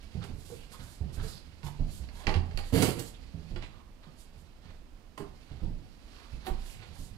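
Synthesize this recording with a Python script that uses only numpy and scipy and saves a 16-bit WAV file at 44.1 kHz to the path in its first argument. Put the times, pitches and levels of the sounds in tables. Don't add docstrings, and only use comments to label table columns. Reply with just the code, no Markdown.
import sys
import numpy as np
from scipy import signal
from scipy.fft import rfft, irfft
from scipy.io import wavfile

SR = 44100
rng = np.random.default_rng(int(sys.argv[2]) if len(sys.argv) > 2 else 0)


def output_pcm(signal):
    pcm = np.clip(np.atleast_2d(signal).T, -1, 1) * 32767
    wavfile.write(sys.argv[1], SR, np.round(pcm).astype(np.int16))


N = 316197
HZ = np.fft.rfftfreq(N, 1 / SR)
T = np.arange(N) / SR
RING = T[:SR]


def amp(db):
    return 10 ** (np.asarray(db) / 20)


def unit(x):
    return x / np.sqrt(np.mean(x ** 2) + 1e-20)


def read(points, hz):
    f, value = np.transpose(points)
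    return np.interp(np.log(hz + 1), np.log(f + 1), value)


def add(mix, s, sound):
    part = mix[max(round(s * SR), 0):][:len(sound)]
    part += sound[:len(part)]


def tilt(x, spectrum):
    return irfft(rfft(x) * amp(read(spectrum, HZ)), N)


def colour(x, spectrum, size=4096):
    log_gain = np.log(amp(read(spectrum, abs(np.fft.fftfreq(size, 1 / SR)))))
    taps = np.fft.ifft(np.exp(np.conj(signal.hilbert(log_gain)))).real[:size // 2]
    return signal.oaconvolve(x, taps / np.linalg.norm(taps))[:N]


def bandpass(x, edges_hz):
    return signal.sosfilt(signal.butter(2, edges_hz, "bandpass", fs=SR, output="sos"), x)


def grains(per_s, spread_db):
    size = amp(spread_db * np.minimum(rng.exponential(1, N), 4))
    return unit(size * rng.choice([-1., 1.], N) * (rng.random(N) < per_s / SR))


def drift(hz):
    return unit(irfft(rfft(rng.standard_normal(N)) / (1 + (HZ / hz) ** 4), N))


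def swell(rise, t60):
    attack = np.sin(np.pi / 2 * np.minimum(RING / rise, 1)) ** 2
    return attack * amp(-60 * np.maximum(RING - rise, 0) / t60)


def mode(hz, rise, t60):
    return np.sqrt(2) * swell(rise, t60) * np.sin(2 * np.pi * hz * RING)


def stroke(centre_s, half_s):
    return np.exp(-np.minimum(((T - centre_s) / half_s) ** 2, 20))


# freq_hz, level_db
AIR_EQ = [(12, -31), (20, -4), (40, -5.5), (144, -20.5), (232, -19), (259, -21.5), (439, -28.5),
          (788, -31.5), (1580, -38), (1720, -38), (1870, -39.5), (2840, -40), (15500, -56)]
# freq_hz, likeness (0-1)
AIR_LIKENESS = [(30, 0.84), (200, 0.52), (500, 1), (1200, 0.12), (15000, 0.11)]
def room_tone(level_db=-50):
    right, apart = rfft(rng.standard_normal((2, N)))
    likeness = np.clip(read(AIR_LIKENESS, HZ), 0, 1)
    left = likeness * right + np.sqrt(1 - likeness ** 2) * apart
    pair = irfft(np.array([left, right]) * amp(read(AIR_EQ, HZ)), N)
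    return amp(level_db) * unit(pair) * amp(0.35 * drift(hz=3.8))


# freq_hz, t60_s
BARN_DECAY = [(60, 5), (250, 0.4), (1000, 0.92), (4000, 0.36), (8000, 0.4), (15000, 0.18)]
def echoes(per_s=3000):
    taps = rng.choice([-1., 1.], (2, SR)) * (rng.random((2, SR)) < per_s / SR)
    taps *= np.clip((RING - .001) / 0.003, 0, 1)
    taps *= 1 + 4.0 * np.exp(-RING / 0.069)
    hz, t, bands = signal.stft(taps, SR, nperseg=256)
    t60 = read(BARN_DECAY, hz)[:, None]
    tail = signal.istft(bands * amp(-60 * t / t60) / np.sqrt(t60), SR, nperseg=256)[1]
    return tail / np.linalg.norm(tail, axis=1, keepdims=True)


# freq_hz, gain_db
SEND_EQ = [(30, -2), (110, -10.5), (250, -4.5), (600, 1.5), (1500, -2.5), (5000, -0.5), (14000, 3.5)]
# freq_hz, gain_db
SHADE_EQ = [(30, -6), (300, -1.5), (900, 2), (2000, -6.5), (15000, 1.5)]
def barn(direct, send, lag_samples=8, shift_hz=3.3):
    sent = tilt(send, SEND_EQ)
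    turn = 2 * np.pi * shift_hz * T
    wet = sum(signal.oaconvolve((sent * share)[None], echoes(), axes=1)[:, :N]
              for share in (np.cos(turn), np.sin(turn)))
    left = amp(0.5) * tilt(direct, SHADE_EQ)
    right = np.pad(direct, (lag_samples, 0))[:N]
    return np.array([left, right]) + wet


# centre_s, half_length_s, level_db
NYLON_SWISHES = [(.49, 0.13, -57), (0.734, 0.023, -56), (0.871, 0.087, -56), (1.147, 0.017, -49.5),
                 (1.286, 0.068, -52), (1.664, 0.024, -51), (1.944, 0.053, -52), (2.187, 0.047, -56),
                 (2.676, 0.04, -54), (3.068, 0.024, -50), (4.206, 0.033, -58.5), (4.395, 0.022, -63),
                 (6.686, 0.079, -56), (7.01, .07, -55)]
# time_s, level_db
RUSTLE_RIDE = [(0, -58), (.45, -61.5), (1.4, -62), (1.58, -59.5), (3.5, -61.5), (3.9, -73), (4.12, -64),
               (5.1, -71), (5.3, -64), (5.9, -63.5), (6.2, -56.5), (7.17, -61.5)]
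# freq_hz, level_db
SWISH_EQ = [(1000, -36), (3000, 1), (4600, 4.5), (5700, 0), (7500, 3), (11500, -2), (13500, -7.5),
            (16000, -19)]
JACKET_EQ = [(300, 2.5), (900, -2), (2700, 4), (3500, -0.5), (4600, 3.5), (5700, -5), (8000, -11.5),
             (12000, -17), (16000, -56)]
def clothes():
    legs, sleeves = (grains(per_s=16000, spread_db=-0.5) * amp(2.0 * drift(hz=27)) for _ in range(2))
    strides = sum(amp(db) * stroke(s, half) for s, half, db in NYLON_SWISHES)
    rustle = amp(np.interp(T, *np.transpose(RUSTLE_RIDE)))
    return colour(legs * strides, SWISH_EQ) + amp(-0.5) * colour(sleeves * rustle, JACKET_EQ)


# start_s, decay_s, level_db
SCRATCHES = [(6.449, .006, -53), (6.462, .006, -40.5), (6.468, 0.012, -50)]
# freq_hz, level_db
CLAW_EQ = [(3000, -25), (8000, -27), (11000, 4), (14500, 0), (16000, -5)]
def claws():
    level = np.zeros(N)
    for s, decay, db in SCRATCHES:
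        add(level, s, amp(db) * np.exp(-RING / decay))
    return colour(level * rng.standard_normal(N), CLAW_EQ)


# centre_s, half_length_s, level_db, rasp_hz, rasp_share (0-1)
DRAGS = [(.225, 0.023, -50.5, 1450, 0.6), (.528, 0.023, -45.5, 430, 0.99), (.61, 0.044, -59, 2780, 0.9),
         (.747, 0.021, -53.5, 1100, 0.65), (.836, 0.083, -58, 1600, 0.18),
         (1.237, 0.077, -51.5, 1450, 0.58), (1.305, 0.081, -52.5, 4340, 0.98),
         (1.665, 0.028, -45.5, 905, 0.84), (2.21, 0.093, -55, 864, 0.7), (2.668, 0.09, -58, 3850, 0.5),
         (3.154, 0.016, -52, 3100, 0.98), (3.635, 0.031, -50.5, 2420, 0.6), (3.75, 0.071, -60, 1090, 0.52),
         (4.058, 0.035, -59.5, 1110, 0.43), (5.51, 0.029, -59, 2900, 0.1), (4.695, 0.049, -62, 2500, 0.05),
         (6.21, 0.1, -61, 1100, 0.6), (6.457, 0.02, -48.5, 1680, 0.05), (6.555, .031, -59.5, 1110, 1),
         (6.716, 0.17, -60.5, 2600, 0.58), (6.837, .03, -58, 2400, 0.33), (6.955, 0.043, -59, 860, 0.5)]
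# freq_hz, level_db
RUB_EQ = [(150, -16.5), (400, 1.5), (900, 1), (1800, -0.5), (3000, -4), (3600, -1), (4600, -4.5),
          (5600, -16), (8000, -19.5), (15000, -52)]
def scuffs(rasp_q=3.2, sole_half_s=0.094, sole_rasp_hz=480, sole_share=0.23):
    soles = [(s + roll, sole_half_s, -37 + 0.77 * sole_db, sole_rasp_hz, sole_share)
             for s, roll, _, sole_db, *_ in BOOT_STEPS]
    dust, catches = (grains(per_s=5000, spread_db=1.0) * amp(4.2 * drift(hz=55)) for _ in range(2))
    rub, rasps = np.zeros((2, N))
    for s, half, db, hz, share in [*DRAGS, *soles]:
        level = amp(db) * stroke(s, half)
        edges_hz = hz * np.exp(np.array([-.5, .5]) / rasp_q)
        rub += np.sqrt(1 - share) * level
        rasps += np.sqrt(share) * level * unit(bandpass(catches, edges_hz))
    return rasps + colour(dust * rub, RUB_EQ)


# rise_s, sway_db, overtone_db, thud_db
HEEL, SOLE, PAW = (.008, -15.5, -5, -5.5), (.016, 0, -14, -2.5), (.012, -9, -14.5, 0)
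# start_s, level_db, pitch_hz, thud_db
PAW_FALLS = [(0.031, -50, 71, -4), (0.497, -50.5, 150.7, 4.5), (.78, -58, 71.4, 12.5),
             (1.449, -50.5, 76.5, -6), (1.999, -38, 62.6, -11), (3.2, -46.5, 58.8, -11),
             (4.059, -58.5, 150.7, 6.5), (5.185, -50.5, 158, 4.5), (6.745, -48.5, 108.2, -5),
             (7.104, -49, 98.5, -10)]
# start_s, roll_s, heel_db, sole_db, pitch_hz, sway_db, brightness_db, thud_db
BOOT_STEPS = [(.143, 0.14, -37, -45, 79, -46, 2, 4.5), (1.002, 0.16, -33, -36.5, 70.3, -33, -6.5, 1.5),
              (1.632, 0.15, -45, -40, 69.4, -28, 14, 7), (2.129, 0.123, -54, -39, 65, -25, -5, 4.5),
              (2.351, .183, -23.5, -39.5, 83.7, -29.5, -12, -6.5),
              (3.336, 0.16, -42, -42.5, 77.3, -36, 7.5, 4.5), (4.336, 0.15, -51.5, -71, 74.8, -70, -8, 4),
              (4.648, .12, -47.5, -67, 89, -57, -14, 3), (5.502, 0.11, -43.5, -38.5, 62.7, -31.5, 1.5, 6),
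              (6.316, .167, -37, -37.5, 53.8, -29, -10, -2.5), (6.878, 0.1, -47, -45, 76.8, -40.5, -1, 1)]
# freq_hz, level_db
THUD_EQ = [(25, -2.5), (50, -5), (100, 2.5), (170, -2.5), (280, -12.5), (450, -22), (900, -30.5),
           (3000, -103)]
def footsteps(joist_hz=25.7, plank_t60=0.52, overtone_ratio=2.1):
    falls = [(s, db, hz, db, 0, dull_db, PAW) for s, db, hz, dull_db in PAW_FALLS]
    for s, roll, heel_db, sole_db, *plank in BOOT_STEPS:
        falls += [(s, heel_db, *plank, HEEL), (s + roll, sole_db, *plank, SOLE)]
    rings, thuds = np.zeros((2, N))
    for s, db, hz, sway_db, bright_db, dull_db, touch in falls:
        rise, give_db, overtone_db, thud_db = touch
        overtone = amp(overtone_db + bright_db) * mode(overtone_ratio * hz, rise, plank_t60)
        ring = amp(db) * (mode(hz, rise, plank_t60) + overtone)
        sway = amp(sway_db + give_db) * mode(joist_hz, 2 * rise, t60=0.48)
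        add(rings, s, ring + sway)
        add(thuds, s, amp(db + thud_db + dull_db) * swell(rise, t60=0.64))
    return rings + colour(thuds * rng.standard_normal(N), THUD_EQ)


def blend(soft, hard, hardness):
    return soft + (hard - soft) * hardness


# start_s, force_db, pitch_hz, hardness (0-1), tick_db
# The box bumps the stack at 2.27 s and slaps down at 2.82 s; something small drops into a box at 5.18 s.
HITS = [(0.028, -68.5, 517, 1, -57), (0.238, -41.5, 407, 0.53, -49.5), (0.499, -51, 438, 0, -74),
        (0.716, -52, 476, 0.63, -69), (1.235, -48.5, 440, .25, -64), (1.63, -51.5, 940, 0.82, -70),
        (2.087, -57, 610, 0.99, -73), (2.236, -49.5, 604, 0.36, -70), (2.2683, -30.5, 1177, 0.83, -64),
        (2.276, -32, 805, 0.34, -65), (2.291, -32, 875, 0.49, -57), (2.312, -43, 375, 0.13, -58),
        (2.3398, -35, 790, 0.72, -66), (2.361, -38.5, 366, 0.55, -71), (2.51, -51, 604, 0.77, -69),
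        (2.5737, -41.5, 730, 1, -39.5), (2.587, -42, 810, 0.6, -50.5), (2.822, -22.5, 273, 0.51, -22.5),
        (2.992, -49, 478, 0.4, -35), (3.559, -40, 358, 0.63, -60), (3.624, -50, 398, 0.9, -76),
        (5.176, -40, 1054, 0.46, -48), (5.199, -42.5, 402, 0.16, -69), (5.22, -50, 293, 0, -78),
        (5.624, -61, 326, .05, -71), (6.466, -36.5, 767, 0.4, -48.5), (6.48, -42.5, 351, 0, -70)]
# freq_hz, level_db
HOLLOW_EQ = [(90, -24.5), (180, 4.5), (330, 3.5), (520, -6), (620, -1), (790, -4.5), (1100, -6),
             (1600, -14.5), (4000, -55.5)]
CRACK_EQ = [(300, -34), (900, -25), (1300, 3.5), (2200, 5), (3000, 2.5), (3600, -3.5), (4500, 2.5),
            (5500, -11.5), (8000, -20.5), (15000, -45)]
TICK_EQ = [(1500, -19), (4500, 8.5), (5800, 7), (8000, 9.5), (11500, 3.5), (14000, -4), (16000, -5)]
def knocks(soft_contact_s=.021, hard_contact_s=0.0029):
    panels, hollow, crack, tick = np.zeros((4, N))
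    for s, db, hz, hardness, tick_db in HITS:
        decay = np.exp(blend(np.log(soft_contact_s), np.log(hard_contact_s), hardness))
        crack_db = db + blend(-17.5, 14.5, hardness)
        panel_db = db + blend(6.5, -9, hardness)
        press = 1 - np.exp(-RING / (0.15 * decay))
        contact = press * np.exp(-RING / decay)
        ring = mode(hz, rise=0.0017, t60=0.14) + amp(-7.5) * mode(1.794 * hz, rise=0.0019, t60=0.014)
        add(panels, s, amp(panel_db) * ring)
        add(hollow, s, amp(db - 1.5) * press * np.exp(-RING / (decay + 0.01)))
        add(crack, s, amp(crack_db) * contact)
        add(tick, s, amp(tick_db) * contact)
    fibres = grains(per_s=12000, spread_db=4.5)
    texture = colour(hollow * rng.standard_normal(N), HOLLOW_EQ)
    texture += colour(crack * fibres, CRACK_EQ)
    texture += colour(tick * rng.standard_normal(N), TICK_EQ)
    return panels + amp(2.5) * texture


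def slide(length, rise, stop_t60, slowing_db_per_s=30):
    stop = amp(-60 * np.maximum(RING - length, 0) / stop_t60)
    return np.minimum(RING / rise, 1) * amp(-slowing_db_per_s * RING) * stop


# pitch_hz, width_hz, level_db
BOX_MODES = [(81, 25, 0.5), (121.3, 18, 5.5), (157, 65, -0.5), (270, 29, -1.5), (323, 24, -3),
             (368, 42, -6), (455.5, 27, -3), (519, 25, -9), (540, 35, -12.5), (737, 33, -15)]
def box_body(drive):
    body = np.zeros(SR)
    for k, (hz, width, db) in enumerate(BOX_MODES):
        decay = np.exp(-np.pi * width * RING)
        body += (-1) ** k * amp(db) * width * decay * np.cos(2 * np.pi * hz * RING)
    body = bandpass(body, [45, 900])
    return signal.oaconvolve(drive, body / np.linalg.norm(body))[:N]


# start_s, length_s, judder_db, grit_db
SKIDS = [(2.72, 0.18, -23.5, -27), (2.955, 0.046, -37.5, -39)]
# freq_hz, level_db
GRIT_EQ = [(300, 16.5), (800, 8), (1400, 5.5), (2050, 8.5), (2500, 4.5), (3000, 10), (3500, 3), (4700, 7),
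           (5500, -4.5), (7200, 1.5), (8200, -0.5), (10500, -0.5), (13000, -5), (16000, -15)]
def box_skid(plank_hz=112.8, slips_per_s=130):
    judder, grit, boom = np.zeros((3, N))
    for s, length, judder_db, grit_db in SKIDS:
        add(judder, s, amp(judder_db) * slide(length, rise=0.0032, stop_t60=0.21))
        add(grit, s, amp(grit_db) * slide(length, rise=0.036, stop_t60=0.19))
        add(boom, s, amp(judder_db - 4.5) * swell(rise=.014, t60=0.53))
    plank = np.sqrt(2) * np.sin(2 * np.pi * plank_hz * T)
    thud = amp(-1) * colour(rng.standard_normal(N), THUD_EQ)
    slip_count = np.cumsum(slips_per_s * np.exp(.55 * drift(hz=160))) / SR
    jerks = unit(np.diff(np.floor(slip_count), prepend=0) * amp(3.6 * drift(hz=110)))
    drive = jerks - jerks.mean() + 1.19 * rng.standard_normal(N)
    spurts = 1 + 0.26 * np.exp(-(slip_count % 1) / 0.31)
    hiss = unit(grains(per_s=4900, spread_db=3.5) * spurts)
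    return boom * (plank + thud) + box_body(drive * judder) + colour(hiss * grit, GRIT_EQ)


def scene():
    blows = amp(3) * footsteps() + amp(0.5) * knocks()
    friction = amp(-1.5) * box_skid() + amp(2) * scuffs() + clothes() + amp(-5) * claws()
    send = amp(-1) * blows + amp(-1.5) * friction
    return barn(blows + friction, send) + room_tone()


# freq_hz, gain_db
LEFT_MIC_EQ = [(30, -5), (150, -12), (400, -12), (750, -13), (1250, -9.5), (2000, -9), (3500, -13),
               (6000, -15), (9500, -14), (14000, -9.5)]
def record(dry):
    pair = np.array([tilt(dry[0], LEFT_MIC_EQ), dry[1]])
    lowpass = signal.firwin(511, cutoff=15650, window=("kaiser", 9), fs=SR)
    return signal.oaconvolve(pair, lowpass[None], "same")


dry = scene()
out = record(dry)
output_pcm(out)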